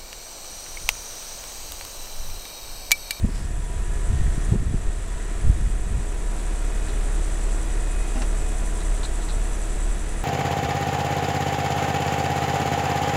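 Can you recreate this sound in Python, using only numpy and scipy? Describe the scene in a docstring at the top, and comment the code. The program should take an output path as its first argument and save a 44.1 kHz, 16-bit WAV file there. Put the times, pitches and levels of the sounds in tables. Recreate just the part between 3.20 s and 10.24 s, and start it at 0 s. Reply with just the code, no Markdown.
"""First you hear a car's low, throbbing idle, with a puff of wind on the hand-held microphone.
It is a convertible on a gravel lot: the engine's firings throb in the exhaust, its injectors tick and
its belt hisses on the pulleys. Gusts thump for about three seconds as the microphone moves along the
car. The roof is folding: its motor whines, swelling as it takes load, a dry hinge creaks a few times,
and the linkage gives a faint knock, then one rattling clunk near five seconds."""
import sys
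import numpy as np
from scipy import signal
from scipy.fft import rfft, irfft, next_fast_len
from scipy.io import wavfile
from scipy.ndimage import uniform_filter1d, map_coordinates

SR = 44100
rng = np.random.default_rng(int(sys.argv[2]) if len(sys.argv) > 2 else 0)


def store_pcm(level_fs):
    """Save levels as 16-bit WAV."""
    pcm = np.round(np.clip(level_fs, -1, 1) * 32767).astype(np.int16)
    wavfile.write(sys.argv[1], SR, np.atleast_2d(pcm).T)


N = 310464
TIME = np.arange(N) / SR


def amp(db):
    """Turn decibels into a number to multiply by."""
    return 10 ** (np.asarray(db) / 20)


def unit(x):
    """Scale a sound to an average strength (rms) of 1."""
    return x / np.sqrt(np.mean(x ** 2) + 1e-20)


def noise():
    """White noise: an even hiss."""
    return rng.standard_normal(N)


def curves(rows):
    """Join a table's points with straight lines: one curve for each column after the time."""
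    times, *columns = np.transpose(rows)
    return [np.interp(TIME, times, column) for column in columns]


def wobble(rate):
    """A smooth curve through `rate` random points a second."""
    return map_coordinates(rng.standard_normal(int(N * rate / SR) + 4), [TIME * rate])


def swells(rows, rest_db):
    """A volume that rests at rest_db and rises in a hump for each row: t/s, level/dB, half-length/s."""
    humps = sum((amp(db) * np.exp(-.5 * ((TIME - s) / half) ** 2)) ** 2 for s, db, half in rows)
    return np.sqrt(amp(rest_db) ** 2 + humps)


def ticking(turns, count, sharpness):
    """Short, even pulses, `count` of them each turn."""
    return unit(np.exp(sharpness * np.cos(2 * np.pi * count * turns)))


def filtered(x, response):
    """Turn each frequency in x up or down by response(hz)."""
    size = next_fast_len(N + 8192)
    return irfft(rfft(x, size) * response(np.fft.rfftfreq(size, 1 / SR)), size)[:N]


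def coloured(x, spectrum, modes=()):
    """Give x a broad tone colour plus any ringing peaks, at strength 1."""
    f, db = np.transpose(spectrum)

    def response(hz):
        peaks_db = sum(gain / (1 + (2 * (hz - centre) / width) ** 2) for centre, width, gain in modes)
        return amp(np.interp(np.log(hz + 1), np.log(f + 1), db) + peaks_db)
    return unit(filtered(x, response))


def ringing(x, hz, width):
    """Make x ring around one pitch, at strength 1."""
    return unit(filtered(x, lambda f: 1 / (1 + 2j * (f - hz) / width) / (1 + 1j * (f - hz) / width)))


def add(track, s, sound):
    """Mix a sound into the track at s seconds."""
    part = track[max(round(s * SR), 0):][:len(sound)]
    part += sound[:len(part)]


FIRING_HZ = 35.7
# The exhaust grows as the microphone nears the tail: t/s, level/dB
EXHAUST_LEVEL = [(0, -27), (1, -24), (2.8, -23.5), (4.1, -21.5), (7.04, -23)]
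# Its low notes: multiple of the firing rate, relative level/dB
EXHAUST_NOTES = [(.5, -9.5), (1, -1), (1.5, -17.5), (2, -18.5), (3, -30.5)]
def exhaust(firings):
    """The silencer smooths the firings into a few low, uneven notes over a lumpy burble."""
    notes = sum(amp(db + 1.18 * wobble(14)) * np.cos(2 * np.pi * (multiple * firings + rng.random()))
                for multiple, db in EXHAUST_NOTES)
    burble_colour = [(8, 6.5), (19, -8), (26, 1), (45, 2), (62, -3), (90, -8), (160, -16.5), (400, -120)]
    burble = coloured(noise(), burble_colour)
    return amp(curves(EXHAUST_LEVEL)[0]) * (amp(-0.34) * unit(notes) + amp(-11) * burble)


# Tone colour of an injector's tick: f/Hz, relative level/dB
INJECTOR_COLOUR = [(4000, -28), (8000, -1.5), (11200, 0), (13000, -6.5), (15700, -19)]
def injectors(firings, level_db=-62.5, rise_s=.001, fade_s=.032, scatter_db=1.0):
    """The fuel injectors give one crisp tick for each firing."""
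    since = firings % 1 / FIRING_HZ
    tick = (1 - np.exp(-since / rise_s)) * amp(scatter_db * wobble(36) - 60 * since / fade_s)
    return amp(level_db) * coloured(noise() * tick, INJECTOR_COLOUR)


# The microphone draws nearer: t/s, relative clatter level/dB, relative belt level/dB
BAY_LEVELS = [(0, -49.5, -48), (.45, -48.5, -46.5), (1, -45.7, -45), (2.2, -44, -44), (2.6, -47, -45.5),
              (3.7, -44.5, -43.5), (5.7, -44.5, -42), (7.04, -44.5, -43.5)]
# Tone colour of the engine block: f/Hz, relative level/dB
BLOCK_COLOUR = [(35, -49), (60, -4.5), (86, -4.5), (98, -3.5), (221, -4.5), (277, -10), (413, -7.5),
                (548, -11), (637, -14.5), (1170, -15.5), (1910, -17.5), (2260, -19.5), (2440, -21),
                (3120, -23.5), (5500, -28.5), (7150, -27.5), (12100, -120)]
# Pitches where the engine bay rings: f/Hz, width/Hz, boost/dB
BAY_RINGS = [(318, 52, 6.5), (663, 70, 6.5), (968, 47, 2.5), (1330, 210, 2.5), (1694, 39, 2.5),
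             (2060, 79, 0), (2685, 36, 4.5), (2940, 49, 2.5), (3414, 55, 6.5), (3820, 160, 3.5)]
# Pulley tones: multiple of the belt's lap rate, early level/dB, late level/dB
PULLEY_TONES = [(30, -58, -54), (35, -52, -58), (40, -49.5, -48.5), (45, -61, -58), (50, -58, -59),
                (55, -67, -59), (61, -66, -56), (65, -56, -60), (69, -55, -54), (70, -57, -56),
                (75, -58, -58), (80, -65, -56), (160, -65, -63), (166, -59, -65), (180, -52, -62),
                (185, -68, -62), (230, -64, -64), (322, -68, -76), (363, -76, -69)]
def engine_bay(laps):
    """The engine block clatters, partly alike on every lap of the belt, and the pulleys sing."""
    pattern = rng.standard_normal(SR // 10)
    repeating = unit(map_coordinates(pattern, [laps % 1 * len(pattern)], mode="wrap"))
    ticks = 1 + 0.076 * ticking(laps, count=5, sharpness=2.9)
    clatter = coloured((.5 * repeating + noise()) * ticks, BLOCK_COLOUR, BAY_RINGS)
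    late = np.clip((TIME - 2.3) / 0.92, 0, 1)  # the microphone moves to another side of the car
    lows = filtered(clatter, lambda hz: 1 / (1 + (hz / 900) ** 4))
    clatter -= 0.18 * (1 - late) * lows  # thinner from the front
    door_db = np.interp(TIME, [0, .7], [-6, 0])  # the open door screens the pulleys at first
    tones = np.zeros(N)
    for multiple, early_db, late_db in PULLEY_TONES:
        slip = (0.038 + 0.00049 * multiple) * wobble(14)  # belt slip blurs the high tones most
        tone_db = door_db + early_db + late * (late_db - early_db) + 2.3 * wobble(7)
        tones += amp(tone_db) * np.sin(2 * np.pi * (multiple * laps + slip))
    return amp(curves(BAY_LEVELS)[0] + 7.5) * clatter + tones


def tappets(laps, cover_hz=1925, width_hz=170, level_db=-57, growth=2.0):
    """Quick, even taps ring the valve cover; they stand out where the engine bay is loudest."""
    taps = noise() * ticking(laps, count=5, sharpness=3.2)
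    bay_db = curves(BAY_LEVELS)[0]
    return amp(level_db + growth * (bay_db - bay_db.mean())) * ringing(taps, cover_hz, width_hz)


# How much the hiss swells on each lap: t/s, depth (0 to 1)
BELT_SWELL = [(0, .07), (2, .08), (4, .16), (5.6, .24), (7.04, .24)]
# Tone colours of the main hiss and a finer one: f/Hz, relative level/dB
HISS_COLOUR = [(3500, -39), (5200, -16.5), (6100, -5.5), (6600, -10), (7800, 0), (8900, -4.5), (9800, -8),
               (10400, -12), (11300, -36), (13000, -32), (15700, -45)]
FINE_COLOUR = [(4000, -45), (7000, 9.5), (9000, -2), (11200, -1), (13000, -13), (15700, -19)]
# Pitches where the metal rings: f/Hz, width/Hz, relative level/dB
METAL_RINGS = [(6053, 79, -18), (7730, 100, -10), (8460, 100, -12.5), (9000, 49, -17), (9320, 120, -16),
               (10160, 120, -19), (10540, 66, -21.5)]
def belt(laps):
    """The belt hisses on its pulleys, swelling once a lap, and its ticks ring the metal."""
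    swell = 1 + curves(BELT_SWELL)[0] * np.cos(2 * np.pi * laps)
    worn = map_coordinates(rng.standard_normal(24), [laps % 1 * 24], mode="grid-wrap")
    rub = amp(worn + 1.9 * wobble(400))  # worn patches come round on every lap
    hiss = amp(-2.5) * coloured(noise() * rub, HISS_COLOUR)
    fine = amp(-9) * coloured(noise() * amp(1.9 * wobble(700)), FINE_COLOUR)
    ticks = 1 + 0.29 * ticking(laps, count=6, sharpness=1.8)
    rings = sum(amp(db + 1.9 * wobble(3.33)) * ringing(noise() * ticks, hz, width)
                for hz, width, db in METAL_RINGS)
    return amp(curves(BAY_LEVELS)[1] + 0.03) * (swell * (hiss + rings) + fine)


# Gusts: t/s, relative rumble level/dB, relative flutter level/dB, half-length/s
WIND_GUSTS = [(0.05, -28, -26.5, 0.017), (0.255, -27, -31, 0.06), (0.607, -29, -45, 0.067),
              (0.94, -19, -28, .06), (1.067, -21.5, -30, 0.037), (1.35, -16.5, -22.5, 0.042),
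              (1.49, -19.5, -27.5, 0.075), (1.665, -18, -36, 0.032), (2.282, -17, -28, 0.04),
              (2.459, -18.5, -31, 0.061), (2.743, -22.5, -29, 0.051)]
# Tone colours of the wind's rumble, flutter and swirl: f/Hz, relative level/dB
RUMBLE_COLOUR = [(8, 3.5), (18, -4.5), (55, 2.5), (90, -6.5), (130, -27), (250, -29), (500, -120)]
FLUTTER_COLOUR = [(40, -47), (90, 2), (135, 0), (200, -6.5), (300, -19), (500, -45), (1000, -61),
                  (2000, -120)]
SWIRL_COLOUR = [(60, 3), (180, 3.5), (400, 2.5), (600, -11.5), (1000, -19), (2500, -43), (5000, -120)]
# Whirls of air hitting the microphone: t/s, peak level/dB, f/Hz
WIND_THUMPS = [(0.035, -13, 85), (0.049, -15.5, 149), (0.092, -20.5, 170), (1.016, -16, 108),
               (1.18, -16.5, 126), (1.323, -9.5, 106), (1.339, -17.5, 190), (1.358, -10, 139),
               (1.433, -20, 160), (1.473, -15.5, 75), (1.545, -11.5, 138), (2.273, -10, 75),
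               (2.301, -3, 70.3)]
def wind():
    """Gusts shake the microphone; the strongest whirls of air land as single dull thumps."""
    rumble = swells([(s, db, half) for s, db, _, half in WIND_GUSTS], rest_db=-32)
    rumble *= coloured(noise(), RUMBLE_COLOUR)
    flutter = swells([(s, db, half) for s, _, db, half in WIND_GUSTS], rest_db=-43)
    flutter *= coloured(noise() * amp(3.7 * wobble(70)), FLUTTER_COLOUR)
    exposed = np.clip((3.1 - TIME) / 0.3, 0, 1)  # falls to calm beside the car
    out = amp(-0.5) * exposed * (rumble + flutter)
    swirl = coloured(noise(), SWIRL_COLOUR)
    for s, db, hz in WIND_THUMPS:
        passing = np.pi * hz * (TIME - s)
        out -= amp(db) * (1 - 2 * passing ** 2) * np.exp(-passing ** 2)  # suction as a whirl goes by
        swirl_db = -20 + 16 * np.log2(hz / 126)  # smaller, quicker whirls swirl more
        out += amp(db + swirl_db) * np.exp(-((TIME - s) / 0.013) ** 2) * swirl
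    return out


# Tone colour of the scuff: f/Hz, relative level/dB
RUSTLE_COLOUR = [(1500, -3.5), (3500, -9), (5000, -3.5), (7000, -11), (11000, -20), (13500, -20),
                 (15700, -32)]
def rustle(at_s=.17, half_length_s=0.1, level_db=-45):
    """A short, soft scuff close by."""
    volume = amp(level_db) * np.exp(-((TIME - at_s) / half_length_s) ** 2)
    return volume * coloured(noise() * amp(1.9 * wobble(250)), RUSTLE_COLOUR)


def whine(hz, gain, blur, flutter_db=1.0):
    """One motor tone, blurred by the changing load."""
    turns = np.cumsum(hz * np.ones(N)) / SR + blur * wobble(45)
    return gain * unit(amp(flutter_db * wobble(14)) * np.sin(2 * np.pi * turns))


# Pitch of the roof pump: t/s, f/Hz
PUMP_NOTE = [(.3, 968), (.55, 982), (1, 988), (3, 975), (3.4, 962), (5.2, 979), (5.62, 997), (6.2, 935),
             (6.6, 990)]
# The pump sings out under load: t/s, level/dB, half-length/s
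PUMP_SWELLS = [(.65, -53.5, 0.33), (2, -55, 0.15), (3.1, -53.5, .26), (4.35, -60, 0.15), (5.55, -50, 0.1),
               (5.95, -52, .25)]
# The motor's whistle swells: t/s, level/dB, half-length/s
WHISTLE_PEAKS = [(4.63, -53.5, .09), (4.82, -49.5, 0.068), (5.25, -56, .05)]
def roof_motor(whistle_hz=2508.5):
    """The pump's tone wanders with the load, under a thin whistle of steady pitch."""
    pump = whine(curves(PUMP_NOTE)[0], swells(PUMP_SWELLS, rest_db=-60), blur=0.079)
    whistle_gain = swells(WHISTLE_PEAKS, rest_db=-62 + 2.2 * wobble(3.98))
    return pump + whine(whistle_hz, whistle_gain, blur=0.024)


# Tone colour of clacking metal, in hinge and linkage: f/Hz, relative level/dB
CLACK_COLOUR = [(200, -8), (700, 4.5), (2500, 0.5), (5800, -4.5), (9000, -15), (15000, -35)]
# Creaks: t/s, relative level/dB, length/s
HINGE_CREAKS = [(3.181, -37, .015), (3.683, -34.5, .022), (5.605, -33.5, .015), (5.832, -24.5, .024),
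                (6.015, -35, .022), (6.087, -28.5, .024)]
def hinge(slip_gap_s=.0092, ring_hz=4010, width_hz=560):
    """A dry hinge slips a few times in a quick row; each slip briefly rings the arm."""
    out, t = np.zeros(N), TIME[:SR // 16]
    ring = ringing(noise(), ring_hz, width_hz) + .8 * coloured(noise(), CLACK_COLOUR)
    for s, db, length in HINGE_CREAKS:
        for delay in np.arange(0, length, slip_gap_s):
            hz = ring_hz * (1 + .02 * rng.normal())
            ping = np.exp(-((t - .001) * 1200) ** 2) * np.sin(2 * np.pi * hz * t)
            tail = amp(-60 * t / 0.072) * np.roll(ring, rng.integers(N))[:len(t)]
            add(out, s + delay, amp(db) * (0.32 * ping + 0.23 * tail))
    return out


# Knocks: t/s, relative level/dB, extra level for the thud/dB
LINKAGE_KNOCKS = [(3.68, -45, 9), (4.955, -39.5, 10), (4.966, -41.5, 11), (4.978, -34, 4),
                  (5.007, -40.5, 10.5), (5.018, -28, -10), (5.028, -47, 6), (5.119, -51, 8)]
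# The panel's notes: f/Hz, relative level/dB, time to fade by 60 dB/s
PANEL_NOTES = [(246, 2, 0.1), (320, -1.5, 0.089), (630, -4, 0.087), (806, -2.5, 0.094), (1890, -11, 0.059),
               (2760, -18, 0.068)]
def linkage():
    """A joint of the roof drops into place: the metal clacks and the panel thuds."""
    out, t = np.zeros(N), TIME[:SR // 4]
    rise = 1 - np.exp(-t / 0.0013)
    for s, db, thud_db in LINKAGE_KNOCKS:
        clack = coloured(noise(), CLACK_COLOUR)[:len(t)] * amp(-60 * t / 0.066)
        thud = sum(amp(level - 60 * t / fade_s) * np.sin(2 * np.pi * (hz * t + rng.random()))
                   for hz, level, fade_s in PANEL_NOTES)
        add(out, s, amp(db) * (clack + amp(thud_db) * thud) * rise)
    return out


# How fast the belt goes round: t/s, lap rate/Hz
BELT_SPEED = [(0, 10.2), (1, 10.28), (2.5, 10.35), (3.25, 10.39), (4.25, 10.45), (5.25, 10.49),
              (6.25, 10.48), (7.04, 10.5)]
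def scene():
    """Mix the idling car, the wind and the folding roof into one channel."""
    laps = .27 + np.cumsum(curves(BELT_SPEED)[0]) / SR  # belt laps so far
    firings = FIRING_HZ * TIME + 0.026 * wobble(4.6)  # firings so far, a little uneven
    car = exhaust(firings) + injectors(firings) + engine_bay(laps) + tappets(laps) + belt(laps)
    roof = roof_motor() + linkage() + hinge()
    return (car + wind() + rustle() + roof)[None]


def record(dry, bass_hz=111, threshold_db=-22, max_dip_db=3.6, recover_db_per_s=2, top_hz=15730):
    """The camera turns down fast at loud thumps and comes back slowly; it keeps nothing above top_hz."""
    sensed = filtered(dry[0], lambda hz: 1 / (1 + (bass_hz / (hz + 1)) ** 4))  # it ignores deep bass
    level_db = 10 * np.log10(np.abs(uniform_filter1d(sensed ** 2, size=SR // 50)) + 1e-12)
    excess_db = np.clip(level_db - threshold_db, 0, max_dip_db)
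    recovered_db = recover_db_per_s * TIME
    dip_db = np.maximum.accumulate(excess_db + recovered_db) - recovered_db
    dip_db = signal.lfilter([1 / 900], [1, 1 / 900 - 1], dip_db)  # smoothed over about 20 ms
    return filtered(dry[0] * amp(-dip_db), lambda hz: hz < top_hz)[None]


dry = scene()
out = record(dry)
store_pcm(out)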